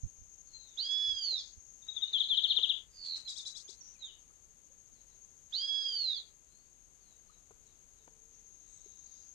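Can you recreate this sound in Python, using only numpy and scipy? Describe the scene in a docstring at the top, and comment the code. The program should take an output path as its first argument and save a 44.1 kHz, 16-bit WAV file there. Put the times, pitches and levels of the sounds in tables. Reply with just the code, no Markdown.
"""Songbirds at the wooded edge of a lagoon, built from gliding sines and harmonic stacks: two long arched
whistles, a trill, a falling buzz, rasping chatter, small chirps and, far off, twitters and low hoots.
Shaped noise and one pure tone make insects throb on the left; the water plops as rising, dying bubble tones.
Trees scatter the water and all calls but the hoots, as sparse random echoes.
Low noise gives the rumble of light wind and handling bumps on the microphone, over a steady forest hush."""
import sys
import numpy as np
from scipy import signal
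from scipy.fft import rfft, irfft, next_fast_len
from scipy.io import wavfile
from scipy.ndimage import uniform_filter1d

SR = 44100
rng = np.random.default_rng(int(sys.argv[2]) if len(sys.argv) > 2 else 0)


def to_wav(s):
    """Save 16-bit WAV."""
    ch = np.atleast_2d(s).T  # columns
    pcm = np.round(np.clip(ch, -1, 1) * 32767)  # PCM
    wavfile.write(sys.argv[1], SR, pcm.astype(np.int16))


N = 411894
T = np.arange(N) / SR  # seconds
TOP_HZ = 14900  # upper limit of the recorder

# Spectra, normalised when used. Each row: frequency in Hz, relative level in dB.
# Forest hush: its body and its treble; the lists overlap, so their joining order matters.
HUSH_BODY = [(12, -23), (20, 1.5), (43, 5), (80, -3.5), (285, -12), (422, -12), (597, -17), (1580, -22),
             (3010, -22), (3970, -22.5), (5000, -23), (6500, -57.5), (11000, -120)]
HUSH_TREBLE = [(7000, -31), (9500, -21.5), (12500, -31), (15000, -42)]
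INSECT_COLOUR = [(4800, -38.5), (5700, -20), (6150, -11), (6480, 0.5), (6750, -11), (7150, -8.5),
                 (7500, -21), (7900, -26), (8900, -24), (9300, -29.5), (12500, -40.5)]
RUMBLE_COLOUR = [(10, -16.0), (30, 5.0), (60, 2.0), (95, -3.0), (130, -14), (220, -26.5),
                 (600, -57), (3000, -69)]
HAZE_COLOUR = [(2700, -48), (3300, -2.0), (4000, -9.0), (4900, 0.5), (5300, -14.5), (7000, -31.5),
               (10000, -48.5)]
SPLASH_COLOUR = [(150, -8.0), (400, -3), (1200, -7.5), (2200, -15.0), (12000, -49.5)]
HISS_COLOUR = [(100, 3), (1500, 4.5), (5000, 7), (9000, -20.0), (15000, -40.5)]
# Throat response of the chatter. Each row: frequency in Hz, gain in dB.
CHATTER_THROAT = [(2500, -39.0), (3300, 2.5), (4600, 0), (6000, -0.5), (8000, -5.5), (10000, -22.0),
                  (14000, -36)]

# Handling bumps. Each row: start in seconds, length in seconds, level in dB before a 10 dB lift.
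BUMPS = [(0.031, 0.059, -44), (0.176, 0.12, -65), (0.522, .1, -72), (1.06, 0.14, -63), (1.567, 0.042, -63),
         (5.712, 0.06, -66)]
# Rumble reaches the left capsule inverted and 24.5 dB weaker. Each row: gain of the left, then the right.
CAPSULES = np.array([[-10 ** (-24.5 / 20)], [1]])

# Insect chorus, joined by straight lines. Each row: time in seconds, level in dB.
INSECT_LEVEL = [(0.0, -61.5), (1.45, -59), (3.07, -70.5), (3.46, -62.5), (4.11, -66.5), (5.93, -63.5),
                (6.24, -69.5), (8.04, -68), (8.79, -61), (9.34, -60)]
THROB_HZ, THROB_DB = 13.4, 3.6  # mean rate and mean depth of the dips

# Slurred notes. Each row: start in seconds, length in seconds, start pitch in Hz, end pitch in Hz,
# level in dB, left minus right in dB.
SLURRED_NOTES = [(0.453, 0.34, 4400, 3425, -68.5, 36), (0.529, 0.055, 4234, 4120, -54, 32),
                 (1.04, 0.03, 3990, 6300, -54, -7), (1.364, 0.07, 6030, 3680, -47, -1.5),
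                 (1.836, .27, 3950, 2750, -61, 18), (2.475, 0.073, 4460, 3610, -37.5, -2),
                 (3.247, 0.083, 4300, 3694, -44.5, -4), (3.375, 0.04, 4100, 3374, -45.5, 0),
                 (3.452, .037, 4140, 3800, -43, 1), (3.949, 0.0246, 2640, 2260, -71, 20),
                 (3.987, 0.13, 4280, 2733, -55, 5), (4.01, 0.056, 4020, 3517, -45.5, -7),
                 (6.14, 0.07, 4940, 3680, -45, -18)]
# High chips, all dropping by the same share. Each row: start in seconds, length in seconds,
# start pitch in Hz, level in dB, left minus right in dB.
CHIPS = [(0.708, 0.023, 7000, -63, -13), (1.21, .07, 6500, -55, -20), (3.646, 0.02, 6880, -53.5, -16),
         (3.807, 0.0178, 6130, -50, -8), (4.04, 0.039, 7200, -55, -2), (8.336, 0.019, 6240, -64, 20),
         (9.046, .018, 6270, -69, 20.5), (9.135, 0.015, 6150, -65, 15)]
CHIP_FALL = .09  # share of the start pitch
# A second bird ticks evenly behind the trill, louder towards the middle of its series.
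TICK_START_S, TICK_STEP_S, TICK_S = 2.074, .0527, 0.017
TICK_TOP_HZ, TICK_END_HZ, TICK_DB, TICK_EDGE_DB, TICK_PAN_DB = 4275, 3580, -37, -9.5, -7.5
WOOD_T60_S = .25  # 60 dB decay of the echoes of the chirps, on the left

# Arched whistles. Each row: start in seconds, length in seconds, top pitch in Hz, share of the length
# before it sinks, level in dB, dip of the third harmonic at the top in dB.
WHISTLES = [(0.77, .654, 1698, .43, -35, -17), (5.522, .67, 1673, .35, -35, -9.5)]
# A whistle scoops up from below its top pitch and sinks again (shares of that pitch; scoop time in s).
SCOOP, SCOOP_S, SINK = 0.38, .039, .37

# Water plops. Each row: start in seconds, level in dB before a 4 dB lift, initial pitch in Hz,
# 60 dB decay time in seconds, splash relative to the tone in dB.
PLOPS = [(1.326, -54, 417, 0.037, -1), (2.586, -50, 413, 0.062, -4), (3.689, -55.5, 367, 0.048, -14),
         (4.302, -68.5, 1183, 0.081, -17), (4.701, -69.5, 492, .1, -21), (7.296, -60.5, 1160, 0.077, -23),
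         (7.506, -61.5, 400, 0.06, 1), (8.076, -59, 436, 0.035, 6.5), (8.86, -55.5, 374, 0.044, -25.5)]

# Opening notes of the trill, before the throat. Each row: start in seconds, length in seconds,
# start pitch in Hz, end pitch in Hz, level in dB, left minus right in dB.
TRILL_OPENING = [(1.819, 0.032, 3820, 3520, -63.5, 26), (1.883, 0.026, 3850, 3700, -39.5, 32),
                 (1.961, 0.031, 3850, 3310, -38.5, 29), (2.019, 0.039, 3850, 3510, -32.5, 18),
                 (2.129, 0.066, 3806, 2946, -30.5, 12.5), (2.197, .036, 4050, 2900, -29, 11),
                 (2.293, 0.074, 3790, 2843, -29.5, 10)]
# The trill ends in an even run of steep notes, each reaching a little deeper; level before the throat.
RUN_START_S, RUN_STEP_S, RUN_NOTE_S = 2.368, .0643, 0.038
RUN_TOP_HZ, RUN_END_HZ, RUN_DEEPEN_HZ, RUN_DB, RUN_PAN_DB = 4194, 2778, 40, -27.5, 12

# Rasping upward chatter. Each row: start in seconds, level in dB, left minus right in dB,
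# pitch roughness as a relative factor.
CHATTER = [(3.036, -54, 14, 0.24), (3.147, -50, 18, 0.34), (3.273, -44.5, 30, 0.068),
           (3.353, -45, 32, 0.013), (3.448, -45.5, 26, 0.02), (3.548, -47.5, 35, 0.017),
           (3.676, -51, 36, 0.039)]
# Thin whistles from deeper in the wood. Each row: start in seconds, length in seconds,
# start pitch in Hz, end pitch in Hz.
THIN_CALLS = [(3.725, 0.13, 3650, 4580), (4.94, 0.064, 4860, 3830), (5.09, .041, 4500, 3810),
              (6.48, 0.18, 3810, 4530), (7.0, 0.16, 4920, 3700), (7.273, 0.091, 4470, 3810),
              (7.65, .05, 4600, 3600), (7.98, 0.036, 4330, 3570), (9.06, .035, 5300, 4300),
              (9.168, 0.027, 5200, 4000)]
THIN_DB, THIN_PAN_DB = -80.5, 16
# Far twitters. Each row: start in seconds, length in seconds, mean pitch in Hz, mean level in dB.
TWITTERS = [(3.822, 0.072, 5900, -56), (8.499, .72, 3860, -78), (8.66, 0.12, 8100, -70),
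            (9.05, 0.2, 4900, -75.5)]
# Distant low hoots. Each row: start in seconds, length in seconds, mean pitch in Hz, level in dB.
HOOTS = [(5.748, 0.6, 420.3, -71), (7.952, 0.62, 447, -76.5)]


def undb(db):
    """Decibels are logarithmic: 20 dB is a tenfold amplitude."""
    return 10 ** (np.asarray(db) / 20)


def unit(x):
    """Dividing by the root mean square gives unit rms."""
    return x / np.sqrt(np.mean(x ** 2))


def curve(rows):
    """Linear interpolation in time of each column of a table."""
    s, *columns = np.transpose(rows)
    return [np.interp(T, s, c) for c in columns]


def pan(db):
    """A level difference between the ears places a source: left and right gains of mean 1."""
    return 2 * np.array([[undb(db)], [1]]) / (1 + undb(db))


def add(out, s, x):
    """Superposition: sounds add linearly, here from time s onward."""
    i = max(int(s * SR), 0)
    out[:, i:i + x.shape[-1]] += x[..., :N - i]


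def noise(colour, size=N):
    """Spectral shaping of white noise by (Hz, dB) points on a log frequency axis, at unit rms."""
    hz, db = np.transpose(colour)
    n = next_fast_len(size, True)
    f = np.maximum(np.fft.rfftfreq(n, 1 / SR), 1)
    gain = undb(np.interp(np.log(f), np.log(hz), db))
    return unit(irfft(rfft(rng.standard_normal(n)) * gain, n)[:size])


def walk(rate, size=N):
    """Band-limited chance: random points at the given rate in Hz, joined and smoothed."""
    k = int(SR / rate)
    points = rng.standard_normal(size // k + 2)
    return uniform_filter1d(np.interp(np.arange(size) / k, np.arange(size // k + 2), points), k)


def phase_of(hz):
    """Phase is the running integral of frequency."""
    return 2 * np.pi * np.cumsum(hz) / SR


def swell(length, peak):
    """Amplitude envelope: progress 0-1 through a note, and a half sine warped to top at the share peak."""
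    u = np.linspace(0, 1, int(length * SR))
    return u, np.sin(np.pi * np.interp(u, [0, np.clip(peak, .05, .95), 1], [0, .5, 1]))


def hush(left_db=-67.0, right_db=-70.0):
    """Diffuse sound: the forest hush is independent noise on the two sides."""
    colour = HUSH_BODY + HUSH_TREBLE
    return np.array([undb(db + 0.6 * walk(3.2)) * noise(colour) for db in (left_db, right_db)])


def wind(start_db=-72, calming_db_per_s=-2.26):
    """Wind rumble: a dying breeze pushes the capsules opposite ways, most of all the right one."""
    level_db = start_db + calming_db_per_s * T + 2 * walk(8.4)
    return undb(level_db) * noise(RUMBLE_COLOUR) * CAPSULES


def handling():
    """Structure-borne noise: each handling bump is a short swell of the same low rumble."""
    out = np.zeros((2, N))
    for s, length, db in BUMPS:
        u, env = swell(length, 0.18)
        rumble = unit(noise(RUMBLE_COLOUR, SR)[:len(u)])
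        add(out, s, undb(db + 10) * env * rumble * CAPSULES)
    return out


def insects(tone_hz=6490, tone_db=-2, band_db=1.0, rasp_db=2.0, split_hz=6950, shimmer_db=-64):
    """Amplitude modulation: a rasping chorus and one pure singer dip together; the top band only shimmers."""
    db, = curve(INSECT_LEVEL)
    stroke = phase_of(THROB_HZ * (1 + .06 * walk(5)))
    gap_db = -THROB_DB * (1 + .6 * walk(1.5)) * np.cos(stroke / 2) ** 4
    rasp = noise(INSECT_COLOUR)
    low = signal.sosfiltfilt(signal.butter(10, split_hz, fs=SR, output="sos"), rasp)
    chorus = undb(band_db + gap_db + rasp_db * walk(150)) * low
    singer_level = np.sqrt(2) * undb(tone_db + gap_db + 2 * walk(9.1))
    singer = singer_level * np.sin(phase_of(tone_hz + 10 * walk(30)))
    shimmer = undb(shimmer_db + 1.3 * walk(120)) * (rasp - low)
    near = (undb(db) * (chorus + singer) + shimmer) * pan(31)
    # a steady faint chorus on both sides
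    far = undb(-79) * np.array([noise(INSECT_COLOUR), noise(INSECT_COLOUR)])
    return near + far


def slurs(rows, peak, bend, attack, release, waver):
    """Frequency glide of a nearly pure tone; a bend below 1 glides fast at first and then eases off."""
    out = np.zeros((2, N))
    for s, length, start_hz, end_hz, db, pan_db in rows:
        u, env = swell(length, peak)
        hz = (start_hz + (end_hz - start_hz) * u ** bend) * (1 + waver * walk(200, len(u)))
        fade = np.abs(env) ** np.where(u < peak, attack, release)
        add(out, s, np.sqrt(2) * undb(db) * fade * np.sin(phase_of(hz)) * pan(pan_db))
    return out


def chirps(count=7):
    """Short linear glides: the neighbours' even series of ticks, slurs and high chips."""
    ticks = []
    for k, edge in enumerate(np.linspace(-1, 1, count)):
        db = TICK_DB + TICK_EDGE_DB * edge ** 2
        ticks.append((TICK_START_S + k * TICK_STEP_S, TICK_S, TICK_TOP_HZ, TICK_END_HZ, db, TICK_PAN_DB))
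    chips = [(s, length, hz, hz * (1 - CHIP_FALL), db, pan_db) for s, length, hz, db, pan_db in CHIPS]
    notes = ticks + SLURRED_NOTES + chips
    return slurs(notes, peak=0.45, bend=1.0, attack=1.0, release=0.66, waver=.017)


def trees(x, wet_db, t60, right_db=-2, lag=0.00025, right_decay=0.29, onset_s=0.0029, steepen=2.1,
          count=260):
    """Multiple scattering: trunks and leaves return echoes that fade ever faster, sooner on the right.

    A lag in seconds delays the sound at the right ear."""
    t = np.arange(int(.5 * SR)) / SR
    direct = (x[0], np.roll(x[1], int(lag * SR)))
    out = []
    for side, db, decay in zip(direct, (wet_db, wet_db + right_db), (t60, t60 * right_decay)):
        echoes = np.zeros(len(t))
        echoes[rng.integers(0, len(t), count)] = rng.choice([-1, 1], count)
        echoes *= np.exp(-np.log(1000) * (t / decay) ** steepen) * (1 - np.exp(-t / onset_s))
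        heard = 0.95 * side + 0.36 * x.mean(0)
        scattered = signal.fftconvolve(heard, echoes / np.linalg.norm(echoes))[:N]
        out.append(side + undb(db) * scattered)
    return np.array(out)


def whistle(start, length, top_hz, hold, db, dip_db, second_fade_db=-190, third_db=-1.0, dip_width=0.061,
            attack_s=0.019, release_s=0.089, pan_db=-8, leak_db=-39, waver=0.0014, rough_db=0.35,
            haze_db=-25):
    """Harmonic filtering: near the top of the arch the second harmonic takes over from the third.

    The throat only leaks the first and fifth harmonics."""
    t = np.arange(int(length * SR)) / SR
    sinking = np.clip((t / length - hold) / (1 - hold), 0, 1) ** 2
    below = SCOOP * np.exp(-t / SCOOP_S) + SINK * sinking
    hz = top_hz * (1 - below)
    phase = phase_of(hz * (1 + waver * walk(300, len(t))))
    second = undb(second_fade_db * below)
    third = undb(third_db + dip_db * np.exp(-(below / dip_width) ** 2))
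    leak = undb(leak_db) * (np.sin(phase) + undb(-4.5) * np.sin(5 * phase))
    voice = second * np.sin(2 * phase) + np.sqrt(second) * leak + third * np.sin(3 * phase)
    # a faint noisy haze fills the band between the two tones
    voice = voice + undb(haze_db) * (second + third) * noise(HAZE_COLOUR, len(t))
    env = np.minimum(t / attack_s, 1) * np.minimum((length - t) / release_s, 1)
    level = np.sqrt(2) * undb(db + rough_db * walk(220, len(t)))
    out = np.zeros((2, N))
    add(out, start, level * env * voice * pan(pan_db))
    return out


def water(glide_per_s=9.5, pan_db=7):
    """Bubble resonance: a plop is a tone whose pitch rises as it dies, with a short splash."""
    out, t = np.zeros((2, N)), np.arange(SR // 5) / SR
    for s, db, hz, t60, splash_db in PLOPS:
        env = np.exp(-np.log(1000) * t / t60) * (1 - np.exp(-t / 0.0012))
        bubble = np.sin(phase_of(hz * (1 + glide_per_s * t)))
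        splash = undb(splash_db) * noise(SPLASH_COLOUR, len(t))
        add(out, s, undb(db + 4) * env * (bubble + splash) * pan(pan_db))
    return out


def trill(throat_hz=3550, width_hz=1000, gain_db=2.0, count=6):
    """Resonance: falling notes, ending in a quick run, flare as they glide through the throat's peak."""
    run = []
    for k in range(count):
        end_hz = RUN_END_HZ - k * RUN_DEEPEN_HZ
        run.append((RUN_START_S + k * RUN_STEP_S, RUN_NOTE_S, RUN_TOP_HZ, end_hz, RUN_DB, RUN_PAN_DB))
    notes = slurs(TRILL_OPENING + run, peak=.35, bend=.8, attack=.9, release=1.3, waver=.008)
    b, a = signal.iirpeak(throat_hz, throat_hz / width_hz, fs=SR)
    return undb(gain_db) * signal.lfilter(b, a, notes)


def buzz(start=2.897, length=.28, start_hz=4930, end_hz=3990, bend=1.0, peak=0.86, flutter_hz=86,
         depth_hz=210, db=-37.0, soft_db=-22, pan_db=-5):
    """Joint frequency and amplitude modulation: a fast warble on a falling note that swells late."""
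    u, env = swell(length, peak)
    flutter = phase_of(flutter_hz * (1 + 0.049 * walk(41.5, len(u))))
    hz = start_hz + (end_hz - start_hz) * u ** bend + depth_hz * np.sin(flutter)
    level = undb(db + soft_db * (1 - u) ** 2) * env * (1 - 0.58 * np.cos(flutter))
    out = np.zeros((2, N))
    add(out, start, level * np.sin(phase_of(hz)) * pan(pan_db))
    return out


def chatter(length=.04, start_hz=1550, rise_hz=2900, bend=4.2):
    """Source and filter: a harmonic stack sweeps up ever faster through the throat, roughening at the top."""
    out = np.zeros((2, N))
    throat_hz, throat_db = np.transpose(CHATTER_THROAT)
    for s, db, pan_db, rough in CHATTER:
        u, env = swell(length, 0.88)
        sweep_hz = start_hz + rise_hz * (u + 3 * u ** bend) / 4
        hz = sweep_hz * (1 + rough * (0.41 + u) * walk(1500, len(u)))
        phase = phase_of(hz)
        stack = np.zeros(len(u))
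        for k in range(2, 7):
            gain = undb(np.interp(k * hz, throat_hz, throat_db) - 2.4 * (k - 2.5))
            stack += gain * (k * hz < TOP_HZ) * np.sin(k * phase)
        add(out, s, undb(db) * np.abs(env) ** 0.88 * stack * pan(pan_db))
    return out


def thin_calls():
    """Frequency glides that ease off, faint and from far off on the left."""
    rows = [(*row, THIN_DB, THIN_PAN_DB) for row in THIN_CALLS]
    return slurs(rows, peak=0.49, bend=.5, attack=0.26, release=0.51, waver=0.0066)


def twitters(spread=0.059, pan_db=11):
    """Random frequency modulation: far birds whose pitch and strength flit too fast to follow."""
    out = np.zeros((2, N))
    for s, length, hz, db in TWITTERS:
        u, env = swell(length, 1.0)
        flit = np.sin(phase_of(hz * (1 + spread * walk(400, len(u)))))
        level = undb(db + 1.6 * walk(45, len(u))) * np.sqrt(np.abs(env))
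        add(out, s, level * flit * pan(pan_db))
    return out


def hoots():
    """Pure tones: soft notes from far off, with only a slight waver in pitch."""
    out = np.zeros((2, N))
    for s, length, hz, db in HOOTS:
        u, env = swell(length, 0.22)
        add(out, s, undb(db) * env * np.sin(phase_of(hz * (1 + 0.016 * walk(29, len(u))))))
    return out


def song_hiss(birds):
    """Level-dependent noise: a faint broad hiss follows the loudness of the song, compressed."""
    loudness = np.sqrt(uniform_filter1d(birds.mean(0) ** 2, size=2000).clip(0))
    hiss = np.array([noise(HISS_COLOUR) for _ in range(2)])
    return undb(-49.5) * loudness ** 0.41 * hiss


def scene():
    """Superposition of the birds among the trees, insects, water and air."""
    whistles = sum(whistle(*row) for row in WHISTLES)
    birds = trees(whistles, wet_db=-2.5, t60=0.22, right_db=-3, lag=0, count=700)
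    birds += trees(trill(), wet_db=-7.5, t60=0.2, count=500)
    birds += trees(chirps(), wet_db=-3, t60=WOOD_T60_S)
    birds += trees(buzz(), wet_db=-4, t60=0.26)
    birds += trees(chatter(), wet_db=-3.0, t60=0.12)
    birds += trees(twitters() + thin_calls(), wet_db=0.5, t60=0.16)
    plops = trees(water(), wet_db=-14.5, t60=0.33)
    air = hush() + wind() + handling()
    return birds + song_hiss(birds) + insects() + plops + hoots() + air


def record(dry):
    """Band limiting: the recorder cuts the top with a steep low-pass."""
    return signal.sosfilt(signal.ellip(8, .2, 70, TOP_HZ, fs=SR, output="sos"), dry)


dry = scene()
out = record(dry)
to_wav(out)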